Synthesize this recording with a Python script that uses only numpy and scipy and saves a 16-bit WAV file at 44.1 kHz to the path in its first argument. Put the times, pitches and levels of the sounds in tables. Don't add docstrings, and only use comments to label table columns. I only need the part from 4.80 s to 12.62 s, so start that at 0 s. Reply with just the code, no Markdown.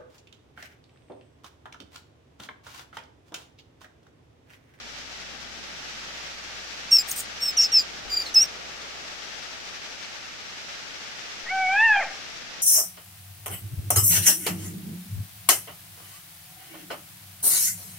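import sys
import numpy as np
from scipy import signal
from scipy.fft import rfft, irfft, next_fast_len
from scipy.io import wavfile

SR = 44100
rng = np.random.default_rng(int(sys.argv[2]) if len(sys.argv) > 2 else 0)


def pcm_store(signal):
    levels = np.round(np.clip(np.atleast_2d(signal), -1, 1) * 32767)
    wavfile.write(sys.argv[1], SR, levels.astype(np.int16).T)


N = 344799
TIME = np.arange(N) / SR

# frequency in Hz, relative density in dB per Hz.
TEETH_COLOUR = [(2000, -23.5), (5500, -12.5), (7000, -12), (8800, -5), (9600, -7), (10800, -29),
                (12200, -6), (14000, -9), (15800, -5)]


def gain_of(db):
    return 10 ** (np.asarray(db) / 20)


def evened(x):
    return x / np.sqrt(np.mean(abs(x) ** 2) + 1e-20)


def read(points, hz):
    f, value = np.transpose(points)
    return np.interp(np.log(hz + 1), np.log(f), value)


def follow(rows, t):
    s, *columns = np.transpose(rows)
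    return [np.interp(t, s, c) for c in columns]


def add(mix, s, sound):
    part = mix[round(s * SR):][:len(sound)]
    part += sound[:len(part)]


def ease(share):
    return np.sin(np.pi / 2 * np.clip(share, 1e-3, 1)) ** 2


def swell(s, hold, db, rise_db_per_s, fall_db_per_s):
    before = np.maximum(s - TIME, 0)
    after = np.maximum(TIME - s - hold, 0)
    return gain_of(db - rise_db_per_s * before - fall_db_per_s * after)


def noise(colour):
    shape = gain_of(read(colour, np.fft.rfftfreq(N, 1 / SR)))
    return evened(irfft(rfft(rng.standard_normal(N)) * shape, N))


def wander(n, rate_hz):
    size = next_fast_len(n + SR // 4)
    hz = np.fft.rfftfreq(size, 1 / SR)
    return evened(irfft(rfft(rng.standard_normal(size)) / (1 + (hz / rate_hz) ** 4), size))[:n]


def flutter(rough, rate_hz):
    share, n = np.clip(rough, 0, 1), len(rough)
    chaotic = wander(n, rate_hz) + 1j * wander(n, rate_hz)
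    swing = np.sqrt(1 - share) + np.sqrt(share / 2) * chaotic
    limited = swing * np.sqrt(2 / (1 + abs(swing) ** 2))
    return limited * np.exp(2j * np.pi * rng.random())


def partial(turns, db, shake):
    return np.sqrt(2) * gain_of(db) * (shake * np.exp(2j * np.pi * turns)).real


def chirp(curve, upper_db, jitter=0.0015, rough_jitter=0.02, air_db=-6, rasp_db=-17, blur=0.41, smear_hz=85,
          tremor_db=0.5, tremor_hz=60, upper_share=0.54, throb_depth=3.8, beat_hz=70.3, beat_rough_hz=167,
          chaos=0.9, chaos_hz=440, first_db=-41, first_share=0.66, first_rough=0.2, full_db=-15.5,
          edge_s=0.0023):
    # frequency in Hz, gain in dB.
    upper_colour = [(6400, -8), (7200, 4), (7400, 5), (7780, -8.5), (8000, -8), (8230, -4), (8600, -1),
                    (9500, -9), (11000, -34), (12300, -13), (13500, -11.5), (14400, -5.5), (15800, -15)]
    t = np.arange(curve[0][0], curve[-1][0], 1 / SR)
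    hz, main_db, rough = follow(curve, t)
    rough = np.clip(rough, 0, 1)
    other_db = upper_db + upper_share * (main_db - main_db.max())
    main_db = main_db + tremor_db * wander(len(t), tremor_hz)
    pitch_shake = (jitter + rough_jitter * rough ** 2) * wander(len(t), 395)
    turns = np.cumsum(hz * (1 + pitch_shake)) / SR

    throb_hz = (beat_hz + beat_rough_hz * rough) * (1 + 0.28 * wander(len(t), 83))
    beat = np.cumsum(throb_hz) / SR
    second = throb_depth * rough * (1 - rough) ** 2
    throb = (1 + second * np.exp(2j * np.pi * beat)) / np.sqrt(1 + second ** 2)
    voice = partial(2 * turns, main_db, throb * flutter(chaos * rough ** 2 + 0.00079, chaos_hz))

    faint_db = first_db + first_share * (main_db - full_db)
    voice += partial(turns, faint_db, flutter(rough + first_rough, 110))
    for k in (3, 4, 5, 6):
        smear = rough + blur * (k * hz / 12000) ** 3
        voice += partial(k * turns, other_db + read(upper_colour, k * hz), flutter(smear, k * smear_hz))

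    mouth = noise([(1000, -35), (2800, -17), (4700, -21), (5600, -9), (6050, -5), (6800, -7), (7600, -23),
                   (10000, -57)])[:len(t)]
    voice += gain_of(main_db + rasp_db) * rough ** 2 * 2 * mouth
    voice += gain_of(other_db + air_db) * (0.42 + 0.5 * rough) * noise(TEETH_COLOUR)[:len(t)]
    return t[0], voice * ease((t - t[0]) / edge_s) * ease((t[-1] - t) / edge_s)


def puffs(sputter_db=1.5, sputter_hz=200, split_hz=11000, top_growth=0.67, width_db=-9,
          rise_db_per_s=849, fall_db_per_s=476):
    # time it reaches full level in seconds, hold in seconds, level in dB.
    breaths = [(2.289, 0.0018, -29), (2.313, 0.007, -25), (2.365, 0.042, -29)]
    air = np.max([swell(*row, rise_db_per_s, fall_db_per_s) for row in breaths], 0)
    rush = noise(TEETH_COLOUR) + gain_of(width_db) * np.outer([1, -1], noise(TEETH_COLOUR))
    high_pass = signal.butter(4, split_hz, "high", fs=SR, output="sos")
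    top = signal.sosfiltfilt(high_pass, rush)
    body, sizzle = (band * gain_of(sputter_db * wander(N, sputter_hz)) for band in (rush - top, top))
    return air * (body + sizzle * (air / air.max()) ** top_growth)


def squeak(s, hz, glide, half, db, rough=0.94):
    t = np.arange(-3 * half, 3 * half, 1 / SR)
    turns = np.cumsum(hz + glide * t) / SR
    tone = partial(turns, db, flutter(np.full(len(t), rough), 340))
    return s + t[0], tone * np.exp(-(t / half) ** 2)


def coo(jitter=0.0052, rough_jitter=0.017, rasp_db=-9, shimmer_db=1.0, shimmer_hz=35, grain_db=4,
        grain_hz=220, grit=0.0086, attack_s=0.025, release_s=0.035, bass_lag_s=0.11):
    # time in seconds, pitch in Hz, level of all partials together in dB,
    # roughness from 0 to 1, lift of the third partial in dB, lift of the fourth in dB.
    arch = [(6.675, 627, -35.5, 0.7, 7, -9), (6.708, 745, -27.5, 0.02, -3, -1),
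            (6.745, 767.6, -26, 0, -7, -3), (6.79, 763.7, -24, 0, -4, -7), (6.83, 757, -22.5, 0, 2, -7),
            (6.875, 741, -23, 0, 1, 0), (6.912, 764, -23, 0, 5, 7.5), (6.95, 793.4, -21.5, 0.06, 5, 5),
            (6.995, 862, -17.5, 0.05, 5, 3), (7.05, 917, -15.5, 0.04, 2, 0), (7.08, 892, -19, 0.01, 2, -1),
            (7.119, 854, -15, 0.05, -4, -9), (7.148, 815.6, -19.5, 0.2, -3, 5),
            (7.17, 797.5, -21, 0.23, 1, 9), (7.188, 788.5, -21.5, 0, 8, 0), (7.2, 785, -22, .3, -7, -3),
            (7.214, 692.5, -25.5, 0.4, 2, -12), (7.227, 597, -28.5, 0.7, 0.5, -10),
            (7.25, 508, -38.5, 1, 1, -7)]
    # frequency in Hz, gain in dB.
    mouth_colour = [(600, -2.5), (760, 0.5), (800, 3), (832, -14), (870, -6), (1250, -4.5), (1400, -5),
                    (1480, -20), (1535, -3), (1700, 4.5), (1850, 4), (2280, -3.5), (2550, -7.5), (2750, -8),
                    (3000, -26.5), (3300, -21), (3550, -30)]
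    start, end = arch[0][0], arch[-1][0]
    t = np.arange(start - attack_s, end + release_s / 2, 1 / SR)
    hz, db, rough, third_db, fourth_db = follow(arch, t)
    pitch_shake = (jitter + rough_jitter * rough) * wander(len(t), 103)
    turns = np.cumsum(hz * (1 + pitch_shake)) / SR

    mouth_db = np.array([read(mouth_colour, k * hz) + k * shimmer_db * wander(len(t), shimmer_hz)
                         for k in range(1, 5)])
    mouth_db[0] += 20 * np.log10(ease((t - start) / bass_lag_s))
    mouth_db[2:] += [third_db, fourth_db]
    total_db = 10 * np.log10((gain_of(mouth_db) ** 2).sum(0))
    partial_db = db + mouth_db - total_db
    voice = sum(partial(k * turns, partial_db[k - 1], flutter(0.61 * rough + grit, 120))
                for k in range(1, 4))
    voice += partial(4 * turns, partial_db[3], flutter(rough + 0.5, 45))

    throat = noise([(200, -56), (750, -2.5), (1050, -9), (1400, -7), (1700, -7.5), (2050, -2.5), (2450, -1),
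                    (2900, -20), (7000, -62)])
    grain = evened(gain_of(grain_db * wander(len(t), grain_hz)))
    voice += gain_of(db + rasp_db) * rough * 2 * grain * throat[:len(t)]
    return t[0], voice * ease((t - t[0]) / attack_s) * ease((t[-1] - t) / release_s)


def echoes(x, t60, delay):
    t = np.arange(SR // 2) / SR
    taps = rng.choice([-1., 1.], len(t)) * (rng.random(len(t)) < 2000 / SR)
    tail = taps * gain_of(-60 * t / t60) * (t > delay)
    return signal.fftconvolve(x, tail / np.linalg.norm(tail))[:N]


def monkey(chirp_echo_db=-29, bank_db=-21, slap_db=-21, slap_s=0.06):
    # time in seconds, pitch in Hz (the first partial),
    # level of the second partial in dB, roughness from 0 to 1.
    chirp_curves = [
        [(2.108, 3010, -32, 0.17), (2.115, 2800, -22, 0.22), (2.124, 2723, -11.5, 0.1), (2.133, 2760, -11.5, 0),
         (2.157, 2736, -13.5, 0.02), (2.169, 2636, -13.5, 0.37), (2.175, 2690, -19, 0.4),
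         (2.181, 2690, -29, .4), (2.186, 2600, -13, 0.26), (2.202, 2445, -26, .45), (2.215, 2460, -31, .4),
         (2.228, 2520, -40, .4)],
        [(2.602, 2715, -45, .1), (2.615, 2720, -34, 0), (2.634, 2746, -21.5, .05), (2.65, 2730, -30, 0.14),
         (2.664, 2715, -22, 0), (2.672, 2690, -30, 0), (2.686, 2630, -21, 0.06), (2.697, 2584, -24, 0.07),
         (2.701, 2600, -37, 0.3), (2.707, 2570, -29.5, 0), (2.718, 2560, -39, 0.1)],
        [(2.768, 2970, -26, .7), (2.775, 2950, -19, 0.02), (2.787, 2704, -16.5, 0), (2.798, 2775, -14.5, 0.03),
         (2.805, 2685, -13, 0.15), (2.814, 2755, -17, 0.7), (2.838, 2760, -18, 0.82), (2.844, 2640, -18.5, .75),
         (2.86, 2600, -23, 0.6), (2.868, 2550, -30, 0.5), (2.88, 2600, -42, .7)],
        [(2.918, 2790, -29, 0.27), (2.927, 2836, -22.5, 0), (2.945, 2685, -16, 0.02), (2.972, 2637, -13, 0.03),
         (2.983, 2570, -13, 0.36), (2.997, 2450, -19, 0.56), (3.01, 2400, -25, 0.5), (3.032, 2420, -43, .5)],
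        [(3.296, 2480, -42, 0.2), (3.303, 2386, -35, 0.04), (3.313, 2413, -39, 0.15), (3.319, 2380, -28, 0.08),
         (3.345, 2393, -22.5, 0), (3.356, 2456, -35, 0.06), (3.364, 2430, -30, 0), (3.375, 2372, -18.5, 0),
         (3.39, 2367, -33, .07), (3.402, 2378, -24, 0.2), (3.412, 2375, -34, .45), (3.421, 2380, -27, .43),
         (3.435, 2300, -41, .4), (3.458, 2260, -45, 0.7), (3.466, 2150, -30, .6), (3.473, 2070, -37.5, .6),
         (3.484, 2100, -41, 0.8), (3.505, 1950, -44, .85)],
        [(3.54, 2920, -31, 1), (3.545, 2950, -23, 0.54), (3.558, 2605, -17.5, 0.02), (3.569, 2598, -10, .005),
         (3.585, 2618, -11, .01), (3.592, 2660, -17, 0.03), (3.61, 2720, -16.5, 0.07), (3.623, 2874, -14, .12),
         (3.631, 2840, -15.5, 0), (3.639, 2760, -24, .3), (3.664, 2760, -38, 0.9)],
    ]
    # level of its upper partials at its loudest, before their colour, in dB.
    chirp_upper_db = [-28, -32.5, -35.5, -37, -40.5, -31.5]
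    # time of the peak in seconds, pitch there in Hz, glide in Hz per second,
    # half length in seconds, level at the peak in dB.
    whistles = [(2.3, 9030, -20000, 0.0028, -24.5), (2.315, 6550, -5000, 0.0026, -21.5),
                (2.388, 8600, -25000, 0.01, -31.5), (2.4, 7100, -28000, 0.013, -33.5)]
    shrill = np.zeros(N)
    for curve, upper_db in zip(chirp_curves, chirp_upper_db):
        add(shrill, *chirp(curve, upper_db))
    for row in whistles:
        add(shrill, *squeak(*row))
    shrill = shrill + puffs()

    low = np.zeros(N)
    add(low, *coo())
    lingering = low * gain_of(follow([(7.08, 3.2), (7.19, 10.3)], TIME)[0])
    bank = gain_of(bank_db) * echoes(lingering, 0.43, 0.032)
    slap_share = ease(follow([(7.05, 0.043), (7.16, 0.68)], TIME)[0])
    add(bank, slap_s, gain_of(slap_db) * lingering * slap_share)
    leaves = np.array([echoes(ear, 0.43, 0.0083) for ear in shrill])
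    return shrill + low + gain_of(chirp_echo_db) * leaves + bank


def gust(s=3.25, hold=0.01, db=-46, rise_db_per_s=470, fall_db_per_s=85):
    buffet = noise([(8, -10), (25, -3.5), (55, 4), (110, -16), (400, -55.0)])
    return np.array([swell(s, hold, db, rise_db_per_s, fall_db_per_s) * buffet, np.zeros(N)])


def slow_offset():
    # time in seconds, size of the offset in dB.
    offset_curve = [(6.62, -90), (6.64, -48), (7.05, -47.5), (7.18, -40), (7.26, -42), (7.33, -54),
                    (7.37, -90)]
    return -gain_of(follow(offset_curve, TIME)[0])


def hiss(hiss_db=0.68, sway_db=1.0):
    # time in seconds, level in dB before the overall lift, left minus right in dB.
    hiss_level = [(0, -41, 0.8), (.45, -40.5, 2.5), (.75, -40.5, 1.5), (.95, -39, 1), (1.1, -38, .3),
                  (1.35, -38, 0), (1.65, -39, 1.7), (2.0, -38, 2), (2.35, -38, 3.5), (2.6, -38.5, 2.2),
                  (2.9, -37, 1.5), (3.2, -39.5, 1), (3.6, -38.5, 1), (3.85, -39.5, 2.5), (4.2, -39.5, 2),
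                  (4.5, -38.5, 4.5), (4.8, -39, 3), (5.5, -39.5, 1.5), (6.5, -38.5, 2), (7.8, -39.5, 2)]
    # frequency in Hz, relative density in dB per Hz.
    hiss_colour = [(150, -16), (400, -6), (800, -3), (1250, -1), (1700, 0), (2700, -.7), (4200, -3.3),
                   (5700, -3), (7000, -11), (8200, -19), (9200, -26), (13800, -30), (15200, -48)]
    level_db, pan_db = follow(hiss_level, TIME)
    ears = []
    for side in (1, -1):
        ear_db = level_db + side * pan_db / 2 + sway_db * wander(N, 23)
        ears.append(noise(hiss_colour) * gain_of(ear_db))
    return gain_of(hiss_db) * np.array(ears)


def rumble(pan_db=0.5, shared_db=-3, rumble_db=-2):
    # time in seconds, level in dB before the overall trim and the common part.
    rumble_level = [(0, -54), (.7, -50), (1.5, -54.5), (2.5, -52), (3.4, -52.5), (4.3, -55.5), (5.5, -55),
                    (7.8, -54)]
    # frequency in Hz, relative density in dB per Hz.
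    rumble_colour = [(15, 1.5), (40, -34), (80, -2.5), (140, 0), (250, 1.5), (380, -5.5), (700, -3.5),
                     (1400, -21), (6000, -77)]
    level_db, = follow(rumble_level, TIME)
    common = gain_of(shared_db) * noise(rumble_colour)
    low = np.array([(noise(rumble_colour) + common) * gain_of(level_db + rumble_db + side * pan_db)
                    for side in (1, -1)])
    swell_colour = [(120, -25.0), (330, -6.0), (750, -5), (1400, -8.0), (5000, -42.5)]
    rush = np.array([noise(swell_colour) for ear in range(2)])
    return low + swell(s=3.34, hold=0.16, db=-45.5, rise_db_per_s=19.5, fall_db_per_s=5.5) * rush


def hum(hz=57.8, left_db=-56.82, right_db=-58.45):
    lead, = follow([(0.5, 0.19), (3.8, 0.22), (4.6, 0.39), (5.8, 0.46)], TIME)
    return np.array([partial(hz * TIME, left_db, 1), partial(hz * TIME + lead, right_db, 1)])


def scene(hollow_hz=1020, hollow_q=6, hollow_depth=0.61):
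    wide = hiss() + rumble()
    wide = wide - hollow_depth * signal.lfilter(*signal.iirpeak(hollow_hz, hollow_q, SR), wide)
    return monkey() + wide + hum() + gust() + slow_offset()


def record(dry, edge_hz=15800):
    low_pass = signal.firwin(511, edge_hz, window=("kaiser", 9), fs=SR)
    return signal.oaconvolve(dry, low_pass[None], "same")


dry = scene()
out = record(dry)
pcm_store(out)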